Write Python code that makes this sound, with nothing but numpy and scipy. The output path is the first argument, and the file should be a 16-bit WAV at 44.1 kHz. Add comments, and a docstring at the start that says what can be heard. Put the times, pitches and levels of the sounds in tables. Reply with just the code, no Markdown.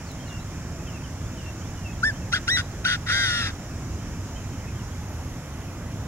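"""Wind rumbles and insects hiss in scrubby grassland; a small bird whistles far off and something ticks.
After two seconds a francolin gives a clean rising yelp, three short grating notes, then a long rasp.
Its voice box holds one tone, which fluttering membranes flip between two pitches, evenly or chaotically.
Afterwards a mild gust passes, a faint hollow sound swells far away and the small bird whistles on."""
import sys
import numpy as np
from scipy import signal
from scipy.fft import rfft, irfft, next_fast_len
from scipy.io import wavfile
from scipy.ndimage import uniform_filter1d, map_coordinates

SR = 44100
rng = np.random.default_rng(int(sys.argv[2]) if len(sys.argv) > 2 else 0)


def persist_wave(psi):
    """Save psi, clipped to +-1, as 16-bit WAV."""
    counts = np.round(np.clip(psi, -1, 1) * 32767).astype(np.int16)
    wavfile.write(sys.argv[1], SR, np.atleast_2d(counts).T)


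N = 267687
QUIET_DB = -11.5  # how much weaker a francolin note is at its two ends


def amp(db):
    """Turn decibels into a number to multiply by."""
    return 10 ** (np.asarray(db) / 20)


def unit(x):
    """Scale x to an average power of 1."""
    return x / np.sqrt(np.mean(x ** 2) + 1e-20)


def ramp(x):
    """Hold x between 0 and 1."""
    return np.clip(x, 0, 1)


def along(points, hz):
    """Read between (frequency [Hz], value) points, with octaves evenly spaced."""
    freqs, values = np.transpose(points)
    return np.interp(np.log(hz + 1), np.log(freqs + 1), values)


def colour(points, hz):
    """Gain from (frequency [Hz], level [dB]) points, falling steeply beyond both ends."""
    outside = np.minimum(1, np.minimum(hz / max(points[0][0], 1), points[-1][0] / (hz + 1)))
    return amp(along(points, hz)) * outside ** 6


def curves(rows, t):
    """Read each column after the time column at the times t."""
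    times, *columns = np.transpose(rows)
    return [np.interp(t, times, column) for column in columns]


def wobble(rate, size):
    """A smooth random curve through `rate` random points a second."""
    points = rng.standard_normal(int(size * rate / SR) + 4)
    return map_coordinates(points, [np.arange(size) * rate / SR])


def filtered(x, response):
    """Scale and delay each frequency in x as response(hz) says."""
    n = x.shape[-1]
    padded = next_fast_len(n + SR // 4)
    return irfft(rfft(x, padded) * response(np.fft.rfftfreq(padded, 1 / SR)), padded)[..., :n]


def placed(x, lead, side):
    """Make x earlier on the left by the `lead` curve [ms] and louder there by the `side` curve [dB]."""
    half = np.array([[.5], [-.5]])

    def response(hz):
        early_s = half * along(lead, hz) / 1000
        return amp(half * along(side, hz)) * np.exp(2j * np.pi * hz * early_s)
    return filtered(x, response)


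def add(track, start_s, x):
    """Mix x into the track at the given time."""
    part = track[max(0, round(start_s * SR)):][:len(x)]
    part += x[:len(part)]


def air(spectrum, patchy_db=1):
    """Stereo noise with drifting louder patches, alike at both ears in the bass but not in the treble."""
    # how alike the ears are: (frequency [Hz], likeness [0-1])
    likeness = [(100, .994), (300, .985), (640, .91), (1400, .86), (2500, .87), (4000, .24), (14000, .05)]
    grid = signal.stft(rng.standard_normal((2, N)), nperseg=512)[2]
    patches = uniform_filter1d(rng.standard_normal(grid.shape[1:]), size=6, axis=0)
    patches = uniform_filter1d(patches, size=16, axis=1)
    pair = signal.istft(grid * amp(patchy_db * unit(patches)), nperseg=512)[1][:, :N]
    turn = lambda hz: np.arccos(np.clip(along(likeness, hz), -1, 1)) / 2
    mid, side = filtered(pair, lambda hz: colour(spectrum, hz) * [np.cos(turn(hz)), np.sin(turn(hz))])
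    return unit(np.array([mid + side, mid - side]))


def scrub(x, fade_s):
    """Bushes and slope scatter a soft echo, different at each ear, that drops 60 dB in fade_s."""
    t = np.arange(SR // 2) / SR
    tail = rng.standard_normal((2, len(t))) * amp(-60 * t / fade_s) * (1 - np.exp(-t / 0.00145))
    return signal.fftconvolve(x[None], tail / np.linalg.norm(tail[0]), axes=1)[:, :N]


def wind(t, gust_s=4.18, gust_width_s=1, gust_db=1.04):
    """Wind rumbles and rushes over the slope; one mild gust lifts the rumble."""
    # the deep rumble: (frequency [Hz], level [dB])
    rumble_shape = [(12, -44), (20, -15.5), (92, 0.5), (107, -1.5), (129, -6), (157, -6.5), (214, -13),
                    (238, -10.5), (285, -14), (356, -17.5), (385, -22.5), (450, -27.5), (580, -36),
                    (990, -120)]
    # the lighter rush: (frequency [Hz], level [dB])
    rush_shape = [(250, -8.5), (420, -1.5), (620, 1), (900, -2.5), (1400, -4), (2000, -7.5), (3000, -11.5),
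                  (4200, -17), (8000, -23), (15500, -26)]
    gust = np.exp(-((t - gust_s) / gust_width_s) ** 2)
    rumble_db = -33.5 + gust_db * gust + 0.393 * wobble(11, N)
    return amp(rumble_db) * air(rumble_shape) + amp(-44) * air(rush_shape)


def insects(t, eases_s=4.32, db_per_s=-2):
    """Insects hiss in the grass: a buzz that holds, then eases, and a higher sizzle that comes and goes."""
    # the buzz: (frequency [Hz], level [dB])
    buzz_shape = [(4200, -23), (5000, -4), (5850, 0.5), (6350, -3.5), (6850, 2), (7500, -7), (8200, -12.5)]
    # the sizzle: (frequency [Hz], level [dB])
    sizzle_shape = [(9000, -21.5), (10500, -5.5), (11200, 4), (12000, 0.5), (13000, -20.5)]
    # the sizzle's loudness: (time [s], level [dB])
    sizzle_levels = [(0, -74), (1.5, -67), (3.7, -70.5), (5.1, -62), (6.07, -66)]
    buzz_db = -49.5 + db_per_s * np.maximum(t - eases_s, 0)
    sizzle_db, = curves(sizzle_levels, t)
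    return amp(buzz_db) * air(buzz_shape) + amp(sizzle_db) * air(sizzle_shape)


def background(t):
    """Wind and insects together, leaning to the right."""
    # (frequency [Hz], left louder by [dB])
    side = [(100, -1.15), (400, -0.07), (1000, -3.0), (2200, -2.5), (4300, 0.5), (5800, -5.0),
            (7000, -3.5), (8700, 0), (11000, -5.5), (15000, -0.5)]
    return placed(wind(t) + insects(t), lead=[(2000, -0.0591), (4000, -0.1106)], side=side)


def tick(t, start_s=.117, fade_s=0.0055):
    """One tiny dry tick nearby: bright noise that dies at once."""
    level = (t >= start_s) * amp(-40 - 60 * np.abs(t - start_s) / fade_s)
    return level * air([(4000, -10.5), (9000, 1), (15500, -4)], patchy_db=3)


def hollow_swell(t, peak_s=5.122, width_s=.17):
    """A faint, narrow band of noise rises and falls far away."""
    level = amp(-52) * np.exp(-((t - peak_s) / width_s) ** 2)
    return level * air([(720, -15), (850, 0), (980, -15)], patchy_db=2)


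def twitter(count=18):
    """The small bird's fainter chirps, rising or falling at random, as more rows for its whistle table."""
    # spells of chirping: (start [s], end [s], top level [dB])
    spells = [(0.703, 2.3, -56), (3.698, 5.05, -57)]
    rows = []
    for first, last, db in spells:
        when, length, height, slide, softness = rng.random((count, 5)).T
        starts = first + (last - first) * when
        start_hz = 2400 + 1050 * height
        end_hz = start_hz * (.83 + .3 * slide)
        rows += zip(starts, 0.0268 + 0.0346 * length, start_hz, end_hz, db - 4 * softness)
    return rows


def songbird(direct_db=-3, echo_db=-5.5, waver_db=3):
    """A distant bird's thin, mostly falling whistles, wavering in the moving air."""
    # its clearest whistles: (start [s], length [s], first pitch [Hz], last pitch [Hz], level [dB])
    whistles = [(.05, .08, 4950, 3640, -51.5), (.172, 0.091, 3228, 3170, -52.5),
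                (.255, 0.1535, 2876, 2689, -48), (.262, .06, 4500, 3200, -53),
                (.385, 0.049, 3704, 4093, -54), (.865, .04, 3300, 2764, -46),
                (.93, 0.059, 2880, 2460, -48.5), (1.032, 0.0383, 3220, 2750, -46),
                (1.365, 0.056, 3090, 2800, -48.5), (1.435, .068, 2770, 2700, -45),
                (1.75, .06, 3100, 2800, -50.5), (1.83, .095, 2820, 2460, -45.5),
                (4.335, .05, 2900, 3200, -53.5), (4.655, 0.049, 2650, 2350, -50),
                (4.785, 0.053, 3020, 2780, -54.5), (5.67, .06, 2550, 2350, -55)]
    song = np.zeros(N)
    for start, length, start_hz, end_hz, db in [*whistles, *twitter()]:
        n = max(2, round(length * SR))
        progress = np.linspace(0, 1, n)
        hz = start_hz * (end_hz / start_hz) ** progress * (1 + .008 * wobble(138, n))
        size = amp(db + waver_db * wobble(99, n)) * np.sqrt(np.abs(np.sin(np.pi * progress)))
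        add(song, start, size * np.sqrt(2) * np.sin(2 * np.pi * np.cumsum(hz) / SR))
    return amp(direct_db) * song * amp([[1], [-1]]) + amp(echo_db) * scrub(song, fade_s=0.222)


def note_times(start, end):
    """Sample times of a francolin note, with room for its fades."""
    return np.arange(start - .006, end + 0.0094, 1 / SR)


def yelp(start, length, clear_s, top_hz, tone_db, over_db, catch, hoarse):
    """A short note's controls: a rough catch, a clear rising tone and, if it lasts, grating flutter."""
    attack_s, release_s, catch_s, break_s = 0.00586, 0.0345, .014, 0.00835
    low_hz, climb_delay_s, climb_hz_per_s = 1285.2, 0.013, 31000
    grate_hz, grate_depth, grate_rough = 1665, 0.879, .53
    sag_hz, sag_s = 191, 0.02667  # the pitch sags as the breath runs out
    ring_hz, ring_width_hz = 1433, 172  # a clear tone grows louder and purer where the throat rings
    t = note_times(start, start + length)
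    age, remaining = t - start, start + length - t
    caught = catch * ramp(2 * (1 - age / catch_s))
    broken = ramp(.5 + (age - clear_s) / break_s)
    grating = np.maximum(caught ** 2, broken)
    climb = climb_hz_per_s * np.maximum(age - catch * climb_delay_s, 0)
    clear_hz = low_hz + (top_hz - low_hz) * np.tanh(climb / (top_hz - low_hz))
    pitch = clear_hz + grating * (grate_hz - clear_hz) - sag_hz * ramp(1 - remaining / sag_s) ** 2
    ring = (1 - grating) * np.exp(-((pitch - ring_hz) / ring_width_hz) ** 2)
    onset = np.maximum(1 - age / attack_s, 0)
    ending = np.maximum(1 - remaining / release_s, 0) ** 2
    effort_db = QUIET_DB * (onset + ending)
    rough = hoarse + caught + broken * (grate_rough - hoarse)
    tone_db = tone_db + effort_db + 5.5 * ring - 14 * caught - 0.52 * broken
    over_db = over_db + effort_db - 2 * ring - 1.43 * broken
    return t, pitch, tone_db, over_db, grate_depth * grating, rough


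def rasp(attack_s=0.0328, hold_s=0.156, release_s=0.033, depth=1):
    """The long note's controls: it flutters throughout, swells, holds and fades as its pitch sinks."""
    # the course of the rasp: (time [s], centre pitch [Hz], roughness [0-1])
    course = [(3.064, 1620, 0.96), (3.118, 1620, 0.67), (3.145, 1767, 0.26), (3.18, 1791, 0.12),
              (3.215, 1780, 0.09), (3.3, 1627, 0.11), (3.4, 1588, 0.21), (3.445, 1490, 0.43),
              (3.51, 1440, .95)]
    start, end = course[0][0], course[-1][0]
    t = note_times(start, end)
    pitch, rough = curves(course, t)
    effort_db = QUIET_DB * (ramp(1 - (t - start) / attack_s) + ramp(1 - (end - t) / release_s))
    fading_s = np.maximum(t - start - hold_s, 0)
    tone_db = -22 + effort_db - 30.5 * fading_s
    over_db = -24 + effort_db - 18.5 * fading_s
    return t, pitch, tone_db, over_db, depth, rough


def throat(x):
    """The throat and open beak favour some frequencies; the loudness is then evened out."""
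    # what throat and beak let through: (frequency [Hz], gain [dB])
    throat_shape = [(700, -39), (1180, -8.5), (1450, 9), (1750, 6), (2080, 6), (2300, -3), (3000, -6),
                    (3400, 1.5), (3900, 1.5), (4200, -10.5), (4650, -2.5), (5950, -6.5), (6350, -13),
                    (8000, -24), (9000, -17.5), (10000, -32.5), (15500, -35.5)]
    x = filtered(x, lambda hz: colour(throat_shape, hz))
    return x / np.sqrt(np.abs(uniform_filter1d(x ** 2, size=540)) + 1e-9)


def voice_box(controls, second_db, flutter_hz=162.5, swing_hz=175, fade_s=0.0113):
    """A note's start time and sound: fluttering membranes chop one tone into low and high bursts."""
    t, pitch, tone_db, over_db, depth, rough = controls
    depth, rough, n = ramp(depth), ramp(rough), len(t)
    # in rough stretches the flutter loses its beat and the tone shakes
    chaos = rough ** 2
    flutter = 2 * np.pi * np.cumsum(flutter_hz * (1 + .25 * chaos * wobble(180, n))) / SR
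    flip = np.tanh(3 * (np.sin(flutter) + .22))  # a rounded, lopsided square wave
    shake_hz = (12 + 6 * depth + 170 * chaos) * wobble(900, n)
    hz = pitch - swing_hz * depth * flip + shake_hz
    # at each flip the membranes stall, then swing the opposite way
    membrane = (1 - depth + depth * flip) * np.exp(2j * np.pi * np.cumsum(hz) / SR)
    phase = np.angle(membrane)
    size = np.abs(membrane) * amp(.8 * depth * wobble(330, n))  # no two bursts are equally strong
    # the flutter smears the upper overtones into a screech
    smeared = phase + .18 * depth * wobble(1400, n)
    overtones = amp(second_db) * np.sin(2 * phase) + sum(np.sin(k * smeared) for k in range(3, 10))
    # air tears through in uneven spurts
    breath = (.07 + 2.2 * rough ** 1.5 + .36 * depth) * rng.standard_normal(n)
    spurts = amp(2.5 * rough * wobble(330, n))
    tone = throat(size * np.sin(phase))
    screech = throat(size * spurts * (overtones + breath))
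    fade = ramp(np.minimum(t - t[0], t[-1] - t) / fade_s)
    return t[0], fade * (amp(tone_db) * tone + amp(over_db) * screech)


def francolin(direct_db=-2.5, slope_db=-29):
    """Five notes, slightly to the left, with echoes off the ground, the nearest bush and the slope."""
    # the short notes: (start [s], length [s], time until flutter [s], top pitch [Hz], tone [dB],
    # overtones [dB], extra gain of the first overtone [dB], opening catch [0-1], hoarseness [0-1])
    short_notes = [(2.027, 0.0805, .2, 1785, -18, -32, -11.5, 0.33, 0.07),
                   (2.32, 0.0641, .033, 1857, -21, -23, 2, 1, 0.23),
                   (2.474, 0.1402, .094, 1961, -22, -23, 0.5, 0.6, 0.13),
                   (2.843, 0.1193, .028, 1494, -22, -23, 4, .6, 0.37)]
    # echoes off ground and stones: (delay [s], gain [ratio])
    echoes = [(.0021, 0.069), (.0064, 0.151), (0.0095, .09)]
    # leaves scatter the treble most: (frequency [Hz], gain [dB])
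    leaves = [(1000, -30), (2100, -24), (4000, -10), (8000, -6), (15500, -4)]
    # arrival at the two ears: (frequency [Hz], left earlier by [ms])
    left_lead = [(1450, 0.1427), (2050, 0.0793), (2500, 0.0032), (3000, 0.188), (5200, 0.1219),
                 (6100, 0.0725), (7200, 0.1983), (9000, 0.102)]
    # loudness at the two ears: (frequency [Hz], left louder by [dB])
    left_gain = [(1400, 2.5), (2500, -2.5), (3300, 2), (5500, 7), (8000, 5.5), (12000, 4)]
    call = np.zeros(N)
    for start, length, clear_s, top_hz, tone_db, over_db, second_db, catch, hoarse in short_notes:
        controls = yelp(start, length, clear_s, top_hz, tone_db, over_db, catch, hoarse)
        add(call, *voice_box(controls, second_db))
    add(call, *voice_box(rasp(), second_db=0.5))
    ground = lambda hz: 1 + sum(gain * np.exp(-2j * np.pi * hz * delay) for delay, gain in echoes)
    near = placed(filtered(call, ground), left_lead, left_gain)
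    bush = scrub(filtered(call, lambda hz: colour(leaves, hz)), fade_s=0.0322)
    return amp(direct_db) * near + bush + amp(slope_db) * scrub(call, fade_s=0.58)


def scene():
    """Both birds and two small sounds over the wind and insects."""
    t = np.arange(N) / SR
    return francolin() + songbird() + tick(t) + hollow_swell(t) + background(t)


def record(dry, top_hz=15800):
    """Cut away the very highest treble."""
    return filtered(dry, lambda hz: hz < top_hz)


dry = scene()
out = record(dry)
persist_wave(out)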